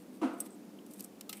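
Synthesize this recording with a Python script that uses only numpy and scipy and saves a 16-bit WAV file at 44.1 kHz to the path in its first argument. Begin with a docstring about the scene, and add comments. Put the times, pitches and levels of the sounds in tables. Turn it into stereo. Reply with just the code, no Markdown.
"""Gloved hands work on a metal gear clock close to the microphone. The glove rubs over the gears,
a small metal part pings, metal scrapes on metal, and light ticks and firmer clacks ring the gears.
Just before the ping, something heavy bumps farther off, twice in quick succession, and the room answers.
Under it all runs the low rush of the quiet room's ventilation."""
import sys
import numpy as np
from scipy import signal
from scipy.fft import rfft, irfft, next_fast_len
from scipy.io import wavfile
from scipy.ndimage import map_coordinates

SR = 44100
rng = np.random.default_rng(int(sys.argv[2]) if len(sys.argv) > 2 else 0)


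def generate_wav(sig):
    """Save sig (samples, or channels by samples) to the path in sys.argv[1] as 16-bit PCM at SR."""
    pcm = np.round(np.clip(np.atleast_2d(sig).T, -1, 1) * 32767).astype(np.int16)
    wavfile.write(sys.argv[1], SR, pcm)


N = 61739

# tone of the ventilation rush (frequency [Hz], relative level [dB])
AIR_TONE = [(25, -44), (60, -31.5), (120, -23), (150, -13.5), (195, 0), (260, -2), (300, -4), (380, -8.5),
            (470, -12), (650, -16), (1000, -21.5), (1700, -28), (2400, -29), (4000, -32), (8200, -33),
            (15000, -35)]
# how alike the rush is on both sides (frequency [Hz], likeness [0 to 1])
AIR_LIKENESS = [(50, 0.52), (120, 0.49), (180, 0.99), (300, 0.88), (440, 0.79), (650, 0.42), (1100, 0),
                (2000, 0), (8000, 0.023)]
# which side the ventilation leans to (frequency [Hz], left over right [dB])
AIR_BALANCE = [(60, -9), (110, -11.5), (190, -3.5), (300, -2), (440, -2.5), (700, -3.5), (2000, -3.5),
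               (8000, 1)]
# faint fan tones (frequency [Hz], level [dB])
FAN_TONES = [(200, -60.5), (297, -62)]
# glove strokes (time [s], length [s], level [dB])
GLOVE_STROKES = [(-.01, 0.056, -66), (.12, 0.076, -65.5), (0.329, 0.022, -62), (0.367, 0.097, -59),
                 (0.444, 0.037, -53.5), (0.867, 0.23, -59.5), (1.295, 0.15, -55.5)]
# tone of cloth on metal (frequency [Hz], relative level [dB])
GLOVE_TONE = [(1200, -12), (2300, -3.5), (4000, -7), (7000, -10), (8500, 6.5), (9600, -8.5), (11000, 5.5),
              (12200, -17), (13500, 2.5), (15500, -16)]
# the heavy object's two bumps (time [s], level [dB], ring compared with the thud [dB])
BUMPS = [(0.215, -36.5, -10), (0.23, -34.5, 0)]
# tone of the thud (frequency [Hz], relative level [dB])
THUD_TONE = [(30, -42), (125, -43), (220, -4.5), (320, -0.5), (410, -18), (500, -11.5), (590, -18),
             (690, -8), (800, -16), (990, -14.5), (1120, -15), (1260, -10.5), (1500, -16), (1700, -25),
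             (2700, -25.5), (5000, -37), (10000, -38.5), (15000, -56)]
# how long the thud hangs in the room (frequency [Hz], time to fade by 60 dB [s])
THUD_FADE = [(250, 0.79), (700, 0.7), (1400, 0.56), (3000, 0.48), (10000, 0.31)]
# how alike the thud is on both sides (frequency [Hz], likeness [0 to 1])
THUD_LIKENESS = [(200, 0.99), (400, 0.96), (700, 0.63), (1100, 0), (2000, 0), (8000, 0.045)]
# which side the bumps lean to (frequency [Hz], left over right [dB])
BUMP_BALANCE = [(100, 1), (200, -9.5), (300, 2.5), (480, -4), (700, -2), (2400, -5.5), (6000, 3.5)]
# notes the heavy object rings with (frequency [Hz], relative level [dB], fade time [s])
HEAVY_NOTES = [(499, -5, .15), (681.5, -6, 0.2), (979, 4, 0.051), (1277, -15, 0.12)]
# taps on the gears (time [s], level [dB], edge's left over right [dB], body's level offset [dB],
# body's main resonance [Hz], edge's fade time [s], relative ring level [dB])
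GEAR_TAPS = [(0.4023, -32.5, 3, -13, 5200, .03, -28), (0.8639, -51.5, 7, -3.5, 4800, 0.021, -35),
             (0.9102, -51, 6, -7, 4750, 0.043, -20), (0.9357, -47.5, 9, -24, 4800, 0.042, -24),
             (0.9949, -44, 3, -1, 4550, 0.031, -29), (1.002, -50, 13, -12, 4600, 0.016, -28),
             (1.0066, -33, 11.5, -6.5, 4940, 0.012, -34), (1.024, -48, 9, -14, 4800, .018, -28),
             (1.0402, -49, 14, -14, 4800, 0.033, -24), (1.045, -36.5, 12, -16, 5400, 0.017, -35),
             (1.2098, -38, 12.5, 1.5, 2810, 0.014, -33), (1.2937, -33, 8.5, 1, 3800, 0.027, -18),
             (1.3285, -36.5, 9.5, 4.5, 2100, 0.025, -24)]
# tone of a tap's bright edge (frequency [Hz], relative level [dB])
EDGE_TONE = [(1500, -46), (4000, -18), (5700, -7), (8200, 1.5), (9500, -2), (11100, 2), (12200, -4),
             (14000, 1.5), (15200, -11), (16000, -5.5)]
# tone of a tap's fuller body (frequency [Hz], relative level [dB])
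BODY_TONE = [(150, -37), (700, -1.5), (1300, -8), (1650, -9), (2100, -7), (2900, 2), (3300, -3), (3800, 1),
             (4400, -0.5), (5600, 3.5), (7000, -6), (9000, -8)]
# notes the gears ring with (frequency [Hz], relative level [dB], fade time [s])
GEAR_NOTES = [(1280, -1, .12), (2081, -5, .08), (2672, -5, .09), (4175, -6, .05), (5680, -5, .08),
              (7225, -6, .04), (8090, -9, .1), (10880, -7, .14), (12794, 1, .15), (14514, -2, .2)]
# notes the small part rings with (frequency [Hz], relative level [dB], fade time [s])
PART_NOTES = [(5710, -15, 0.011), (8090, -8, 0.023), (8235, -1, 0.031), (8670, -8, 0.035),
              (10170, -9, 0.022), (11020, 3, 0.014), (11800, -15, .018), (13600, -8, 0.026),
              (14200, -15, .02), (15300, -14, 0.023)]
# metal sliding on metal
# (time [s], length [s], level [dB], centre [Hz], half width [Hz], left over right [dB])
METAL_SCRAPES = [(0.491, 0.073, -60.5, 8300, 600, 1), (0.5027, 0.01, -52.5, 8570, 500, 7.5),
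                 (0.786, 0.0079, -56, 3020, 280, 0), (1.331, 0.1, -61, 2560, 600, 3.5),
                 (1.345, .07, -73, 8500, 500, 10)]
# how far the left microphone opening leads the right (frequency [Hz], phase [radians])
MIC_PHASE = [(40, 1.4), (180, 1.58), (250, 0.94), (320, 0.86), (440, -0.12), (650, -0.69), (1100, -0.41),
             (2500, 0.1), (8000, 0.35)]


def amp(db):
    """Turn decibels into a number to multiply by."""
    return 10 ** (np.asarray(db) / 20)


def unit(x):
    """Scale a sound to an average (rms) strength of 1."""
    return x / np.sqrt(np.mean(x ** 2) + 1e-20)


def along(points, hz):
    """Read between the rows of a (frequency, value) table, on a log frequency scale."""
    freqs, values = np.transpose(points)
    return np.interp(np.log(hz + 1), np.log(freqs + 1), values)


def since(start):
    """Seconds since the start time, zero before it."""
    return np.maximum(np.arange(N) / SR - start, 0)


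def pan(db):
    """Left and right gains; positive decibels lean left."""
    return amp(np.array([[.5], [-.5]]) * db)


def filtered(x, response):
    """Multiply each frequency in a sound by response(hz)."""
    size = next_fast_len(N + SR // 2)
    return irfft(rfft(x, size) * response(np.fft.rfftfreq(size, 1 / SR)), size)[..., :N]


def noise(tone, likeness):
    """Stereo noise with a given tone; likeness (number or table) says how alike the sides are."""
    def response(hz):
        alike = np.full_like(hz, likeness) if np.isscalar(likeness) else along(likeness, hz)
        spread = np.arccos(np.clip(alike, -1, 1)) / 2
        return amp(along(tone, hz)) * [np.cos(spread), np.sin(spread)]
    mid, side = filtered(rng.standard_normal((2, N)), response)
    return unit(np.array([mid + side, mid - side]))


def struck(start, fade_s, rise_s):
    """Loudness after a hit: a quick rise, then a fall of 60 dB every fade_s seconds."""
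    t = since(start)
    return (1 - np.exp(-t / rise_s)) * np.exp(-np.log(1000) * t / fade_s)


def stroke(start, length):
    """A smooth swell and fade."""
    return np.sin(np.pi * np.minimum(since(start) / length, 1))


def ring(notes, start, rise_s=.0003):
    """A struck object's fading notes, a little different on every hit."""
    draws = zip(rng.standard_normal(len(notes)), rng.random(len(notes)))
    out = np.zeros(N)
    for (hz, db, fade_s), (nudge, phase) in zip(notes, draws):
        wave = np.sin(2 * np.pi * (hz * since(start) + phase))
        out += amp(db + .5 * nudge) * struck(start, fade_s, rise_s) * wave
    return out


def wander(rate_hz, points=N):
    """A smooth random curve that passes rate_hz random points each second."""
    return map_coordinates(rng.standard_normal(points), [since(0) * rate_hz])


def grain(depth_db=3.5):
    """The fast, uneven flutter in loudness that friction makes."""
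    return unit(amp(depth_db * wander(rate_hz=288)))


def ventilation(rush_db=-51.5, waver_radians=.77):
    """Moving air makes a steady low rush and a thin hiss; the fan adds two faint, wavering tones."""
    hum = np.zeros(N)
    for hz, db in FAN_TONES:
        waver = waver_radians * wander(rate_hz=7.19, points=64)
        hum += amp(db) * np.sqrt(2) * np.sin(2 * np.pi * hz * since(0) + waver)
    rush = amp(rush_db) * noise(AIR_TONE, AIR_LIKENESS)
    return filtered(rush + hum, lambda hz: pan(along(AIR_BALANCE, hz)))


def glove_rubs():
    """Cloth drags over the gears: a grainy hiss that swells with each stroke."""
    pressure = sum(amp(db) * stroke(start, length) for start, length, db in GLOVE_STROKES)
    return pan(db=6.5) * pressure * grain() * noise(GLOVE_TONE, likeness=.073)


def room_echo(near, level_db=-22):
    """The room sends the near sounds back as a short, blurred echo."""
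    tail = rng.standard_normal((2, N)) * struck(.0048, fade_s=.25, rise_s=.004)
    tail /= np.linalg.norm(tail[0])
    return amp(level_db) * signal.fftconvolve(near.mean(0)[None], tail, axes=1)[:, :N]


def heavy_bumps(low_cut_hz=162):
    """Two dull bumps ring a heavy object; the room answers, its high sounds dying first."""
    out = np.zeros((2, N))
    for start, db, ring_db in BUMPS:
        hz, t, spectrum = signal.stft(noise(THUD_TONE, THUD_LIKENESS), SR, nperseg=1024)
        fade = np.exp(-np.log(1000) * np.maximum(t - start, 0) / along(THUD_FADE, hz)[:, None])
        thud = signal.istft(spectrum * fade, SR, nperseg=1024)[1][:, :N]
        onset = 1 - np.exp(-since(start) / .001)
        out += amp(db) * (thud * onset + amp(ring_db) * ring(HEAVY_NOTES, start))
    out = signal.sosfilt(signal.butter(4, low_cut_hz, "high", fs=SR, output="sos"), out)
    return filtered(out, lambda hz: pan(along(BUMP_BALANCE, hz)))


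def boom(start=.2155, rise_s=.036, fade_s=.081, level_db=-21):
    """The low tone of the bumps swells, sinks in pitch and dies away."""
    first_hz, last_hz, sink_hz_per_s = 368.4, 258, 2850
    t = since(start)
    hz = np.maximum(first_hz - sink_hz_per_s * t, last_hz)
    swell = np.minimum(t / rise_s, 1) ** .6
    fade = np.exp(-np.log(1000) * since(start + rise_s) / fade_s)
    return amp(level_db) * swell * fade * np.sin(2 * np.pi * np.cumsum(hz * (t > 0)) / SR)


def gear_taps():
    """Each tick or clack has a bright edge, a slower hollow body and a faint ring of the gears."""
    rise_s, graze_s, graze_db = .00041, .003, -17
    ripple_db, ripple_step_hz = 2.5, 130
    body_db, body_times_longer, peak_db, peak_half_width_hz = -5, 1.92, 9, 330
    out = np.zeros((2, N))
    for start, db, pan_db, body_offset_db, body_hz, fade_s, ring_db in GEAR_TAPS:
        # every spot that is touched brings out different resonances
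        heights = rng.standard_normal(SR // 50)
        ripple = lambda hz: amp(ripple_db * map_coordinates(heights, [hz / ripple_step_hz]))
        hollow = lambda hz: ripple(hz) * amp(peak_db / (1 + ((hz - body_hz) / peak_half_width_hz) ** 2))
        # the surfaces brush each other just before they meet
        graze = amp(graze_db) * stroke(start - graze_s, 2 * graze_s) ** 2
        edge = unit(filtered(noise(EDGE_TONE, likeness=.15), ripple))
        edge *= graze + struck(start, fade_s, rise_s)
        body = unit(filtered(noise(BODY_TONE, likeness=.15), hollow))
        body *= graze + struck(start, fade_s * body_times_longer, rise_s)
        body_and_ring = amp(body_db + body_offset_db) * body + amp(ring_db) * ring(GEAR_NOTES, start)
        out += amp(db) * (pan(pan_db) * edge + pan(.5 * pan_db) * body_and_ring)
    return out


def ping():
    """A small held part touches metal and rings briefly, on the left."""
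    return amp(db=-23.5) * pan(db=15) * ring(PART_NOTES, start=.4029, rise_s=.0035)


def metal_scrapes():
    """Metal slides on metal: short, grainy hisses, each gathered around one pitch."""
    out = np.zeros((2, N))
    for start, length, db, centre_hz, half_width_hz, pan_db in METAL_SCRAPES:
        peak = lambda hz: 1 / (1 + ((hz - centre_hz) / half_width_hz) ** 2)
        hiss = unit(filtered(rng.standard_normal((2, N)), peak))
        out += amp(db) * pan(pan_db) * stroke(start, length) * grain() * hiss
    return out


def scene():
    """The close work on the clock and its echo, the far bumps and the ventilation."""
    near = ping() + gear_taps() + glove_rubs() + metal_scrapes()
    return near + room_echo(near) + heavy_bumps() + boom() + ventilation()


def record(dry, top_hz=15480):
    """The microphone's two openings hear the waves slightly out of step; the highest treble is cut."""
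    shifted = filtered(dry, lambda hz: np.exp(.5j * along(MIC_PHASE, hz) * np.array([[1], [-1]])))
    return filtered(shifted, lambda hz: 1 / np.sqrt(1 + (hz / top_hz) ** 200))


dry = scene()
out = record(dry)
generate_wav(out)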